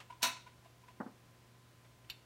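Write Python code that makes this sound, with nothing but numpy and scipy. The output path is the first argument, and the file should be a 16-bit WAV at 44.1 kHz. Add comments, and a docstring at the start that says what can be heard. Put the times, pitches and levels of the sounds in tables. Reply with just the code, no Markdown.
"""Loading a disc player

A compact disc is set into the plastic tray of an opened player on a workbench: it grazes the rim, drops
in with a sharp clatter and is nudged a few times, each touch exciting its bending modes. A hand bumps
the case, fingers brush the panel and a button clicks. Mains hum and faint hiss fill the small workshop."""
import sys
import numpy as np
from scipy import signal
from scipy.fft import rfft, irfft, next_fast_len
from scipy.io import wavfile

SR = 44100
rng = np.random.default_rng(int(sys.argv[2]) if len(sys.argv) > 2 else 0)


def int16_out(signal):
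    """Quantize to a 16-bit WAV file."""
    q = np.round(np.clip(np.atleast_2d(signal).T, -1, 1) * 32767)
    wavfile.write(sys.argv[1], SR, q.astype(np.int16))


N = 99225

# bending modes of the disc: f/Hz, level/dB, T60/s
DISC_MODES = [(252, -17, .25), (672, -8, .22), (970, 0, .18), (1012, -1.5, .2), (1445, -8, .19),
              (2100, -11, .16), (2263, -13, .18), (2316, -13, .19), (2610, -12, .21), (2835, -9, .18),
              (3750, -9, .17), (3905, -9, .17), (4184, -7, .16), (7535, -15, .15)]
DISC_LINEWIDTH_HZ = 3.1  # the disc lies loose in its well, which blurs its modes
# spectrum of rubbing on plastic: f/Hz, relative density/dB
FRICTION_SPECTRUM = [(200, -27), (700, 1), (1300, -3.5), (2700, 1), (4500, -11), (8000, -16), (15000, -31)]


def disc_drop():
    """Impact excitation: the disc skids in, each contact cracks and rattles the tray, the disc rings."""
    # contacts with the tray: t/s, level/dB
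    contacts = [(.222, -44), (0.2255, -51), (.2297, -25), (.2362, -38.5), (.2437, -31), (0.268, -37)]
    # spectrum of the plastic rattle: f/Hz, relative density/dB
    rattle_spectrum = [(100, -29), (250, -16.5), (420, -20.5), (800, -10.5), (1150, -9), (1400, -4.5),
                       (1900, -7), (2600, -3), (3100, -8), (3600, -2.5), (4250, 2.5), (4900, -11),
                       (5650, 1), (6700, -4.5), (8200, -8.5), (9700, -8.5), (10600, -18.5), (11500, -12.5),
                       (15500, -15.5)]
    # decay of the rattle: f/Hz, T60/s
    rattle_decay = [(300, 0.25), (2000, 0.22), (6000, 0.078), (14000, 0.12)]
    t = clock()
    until_landing = .2297 - np.arange(N) / SR
    skid_swell = fade(abs(until_landing), t60=.017) * (until_landing > 0)
    out = amp(-33) * noise(rattle_spectrum, N) * skid_swell
    for start, db in contacts:
        crack = amp(-4.5) * noise(rattle_spectrum, len(t)) * fade(t, t60=.0062)
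        add(out, start, amp(db) * (crack + burst(rattle_spectrum, rattle_decay)))
    build_up = 1 - np.exp(-t / .018)
    add(out, .2275, amp(-26) * ring(DISC_MODES, DISC_LINEWIDTH_HZ) * build_up)
    return signal.sosfilt(signal.butter(2, 168, "highpass", fs=SR, output="sos"), out)


def disc_grazes():
    """Frictional excitation: grazing swells the disc's modes near one pitch; a fingertip damps them."""
    # grazes on the tray: t/s, rise/s, centre f/Hz, roll-off/(dB/octave), ring level/dB, scrape level/dB
    grazes = [(.001, 0.0025, 1020, 13, -52, -50), (0.097, 0.01, 1050, 11, -42, -60),
              (.122, 0.0038, 1020, 13, -52, -64), (0.206, .015, 1000, 13, -51, -58.5),
              (.355, 0.018, 1020, 20, -49, -61), (.46, 0.016, 1230, 12.5, -44, -62),
              (0.645, 0.0024, 1060, 15, -60, -64), (.655, 0.0074, 658, 40, -48, -67),
              (.83, 0.0095, 970, 20, -58, -71), (.879, 0.0061, 1030, 10, -51, -61.5),
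              (.903, 0.0039, 664, 40, -53, -71)]
    out, t = np.zeros(N), clock()
    for start, rise, centre_hz, rolloff, ring_db, scrape_db in grazes:
        modes = [(hz, db - rolloff * abs(np.log2(hz / centre_hz)), t60) for hz, db, t60 in DISC_MODES]
        tone = amp(ring_db) * ring(modes, DISC_LINEWIDTH_HZ) * swell(t, rise, t60=.1)
        scrape = amp(scrape_db) * noise(FRICTION_SPECTRUM, len(t)) * swell(t, rise, t60=.11)
        add(out, start, tone + scrape)
    return out


def hand_bumps():
    """Soft impact: a yielding hand imparts little treble, so the case gives a thud and a dull knock."""
    # blows on the case: t/s, thud level/dB, knock level/dB
    blows = [(1.0014, -40, -39.5), (1.0064, -46.5, -50), (1.0624, -45, -52)]
    # modes of the case: f/Hz, level/dB, T60/s
    case_modes = [(232, -0.5, 0.099), (263.5, 1.5, 0.076), (351, -2.5, 0.039), (728, -9.5, 0.12)]
    # spectrum of the knock: f/Hz, relative density/dB
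    knock_spectrum = [(80, -27), (200, -3.5), (500, -2.5), (900, -1), (1450, -3.5), (1850, -9.5),
                      (2400, -31), (5000, -50)]
    # decay of the knock: f/Hz, T60/s
    knock_decay = [(200, 0.21), (1500, 0.11)]
    out, t = np.zeros(N), clock()
    thud = sum(amp(db) * fade(t, t60) * np.sin(2 * np.pi * hz * t) for hz, db, t60 in case_modes)
    for start, thud_db, knock_db in blows:
        knock = burst(knock_spectrum, knock_decay) * (1 - np.exp(-t / .00068))
        add(out, start, amp(thud_db) * thud + amp(knock_db) * knock)
    return signal.sosfilt(signal.butter(4, [149, 2090], "bandpass", fs=SR, output="sos"), out)


def button_click():
    """Impulse response: the button snaps, then bottoms out, and each bright click rings its cap."""
    # snap and end stop: t/s, level/dB
    clicks = [(2.0994, -41), (2.1055, -51)]
    # spectrum of a click: f/Hz, relative density/dB
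    snap_spectrum = [(150, -17.5), (900, -22.5), (1800, -14.5), (2250, -7.5), (2900, 3), (3300, -11),
                     (3650, -2.5), (4600, -1.5), (5200, -18), (6400, -21.5), (7300, -10), (8200, -25),
                     (10200, -25), (12200, -10), (15500, -23)]
    # decay of a click: f/Hz, T60/s
    snap_decay = [(500, 0.27), (3000, 0.084), (12000, 0.054)]
    # modes of the cap: f/Hz, level/dB, T60/s
    cap_modes = [(2170, -3, .055), (2770, -1, 0.12), (3030, -1, 0.12), (3600, 3.5, 0.078), (4470, -8, 0.04),
                 (5580, 2.5, .035), (7250, -2, .03)]
    out = np.zeros(N)
    for start, db in clicks:
        snap = burst(snap_spectrum, snap_decay)
        cap = amp(-11) * ring(cap_modes, linewidth_hz=11)
        add(out, start, amp(db) * (snap + cap))
    return out


def finger_brushes():
    """Sliding friction: skin on the plastic front panel makes faint puffs of noise."""
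    # touches on the panel: t/s, level/dB
    touches = [(1.845, -64), (2.043, -65.5), (2.09, -61)]
    out, t = np.zeros(N), clock()
    for start, db in touches:
        add(out, start, amp(db) * noise(FRICTION_SPECTRUM, len(t)) * swell(t, rise=.0037, t60=.08))
    return out


def workshop_reverb(x):
    """Reverberation: convolution with a short noise tail gives the cluttered room's diffuse field."""
    # reverberation time: f/Hz, T60/s
    room_decay = [(200, 0.34), (1500, 0.34), (4500, 0.38), (8000, 0.33), (14000, 0.16)]
    tail = burst([(100, .0039), (10000, 0)], room_decay)  # starts almost white
    reflections = signal.fftconvolve(x, tail / np.linalg.norm(tail))
    out = np.zeros(N)
    add(out, start=.012, sound=reflections[:N])
    return out


def background():
    """Line and continuous spectra: steady mains hum over the hiss of quiet room air."""
    # tones of the hum: f/Hz, rms level/dB
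    tones = [(120, -66), (240, -84.5), (364, -80.5), (1021, -78)]
    # spectrum of the air: f/Hz, relative density/dB
    air_spectrum = [(20, -34), (35, -21.5), (60, -11.5), (100, -11), (150, -13), (207, -14), (318, -17.5),
                    (488, -18.5), (769, -21.5), (1030, -23), (1600, -24), (4000, -29), (8000, -34),
                    (15000, -39)]
    t = np.arange(N) / SR
    hum = sum(np.sqrt(2) * amp(db) * np.sin(2 * np.pi * (hz * t + rng.random())) for hz, db in tones)
    return hum + amp(-65.5) * noise(air_spectrum, N)


def ring(modes, linewidth_hz):
    """Modal superposition: damped sines of slightly random strength, broadened by phase diffusion."""
    t = clock()
    out = np.zeros(len(t))
    for k, (hz, db, t60) in enumerate(modes):
        gain = (-1) ** k * amp(db + rng.normal())
        drift = np.cumsum(rng.standard_normal(len(t))) * np.sqrt(2 * np.pi * linewidth_hz / SR)
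        out += gain * fade(t, t60) * np.sin(2 * np.pi * hz * t + drift)
    return out


def burst(spectrum, decay):
    """Modal overlap: crowded modes merge into noise, each band dying at its own rate."""
    hz, t, bands = signal.stft(noise(spectrum, SR // 2), SR, nperseg=256)
    damped = bands * fade(t, along(decay, hz)[:, None])
    return signal.istft(damped, SR)[1][:SR // 2]


def noise(spectrum, size):
    """Spectral shaping: white noise is coloured, then scaled to rms 1."""
    gain = amp(along(spectrum, np.fft.rfftfreq(size, 1 / SR)))
    coloured = irfft(rfft(rng.standard_normal(size)) * gain, size)
    return coloured / np.sqrt(np.mean(coloured ** 2) + 1e-20)


def swell(t, rise, t60):
    """Linear growth for rise seconds, then free decay."""
    return np.minimum(t / rise, 1) * fade(np.maximum(t - rise, 0), t60)


def fade(t, t60):
    """Exponential decay by 60 dB in t60 seconds."""
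    return amp(-60 * t / np.maximum(t60, 1e-3))


def amp(db):
    """Decibels to amplitude ratio."""
    return 10 ** (np.asarray(db) / 20)


def along(points, hz):
    """Interpolation of (f/Hz, value) points on a logarithmic frequency axis."""
    f, values = np.transpose(points)
    return np.interp(np.log(hz + 1), np.log(f + 1), values)


def clock():
    """Time axis of one half-second event."""
    return np.arange(SR // 2) / SR


def add(track, start, sound):
    """Superpose a sound on the track at start seconds."""
    i = max(0, round(start * SR))
    track[i:i + len(sound)] += sound[:N - i]


def scene():
    """Superposition: direct handling sounds, their reverberation and the background, in mono."""
    disc = disc_drop() + disc_grazes()
    thuds = hand_bumps()
    panel = button_click() + finger_brushes()
    reverb = workshop_reverb(amp(-10.5) * disc + amp(-12) * thuds + amp(-16) * panel)
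    return (disc + thuds + panel + reverb + background())[None]


def record(dry):
    """Band limiting: an ideal low-pass removes everything above 15.8 kHz."""
    size = next_fast_len(N + SR // 2)
    passband = np.fft.rfftfreq(size, 1 / SR) < 15800
    return irfft(rfft(dry, size) * passband, size)[..., :N]


dry = scene()
out = record(dry)
int16_out(out)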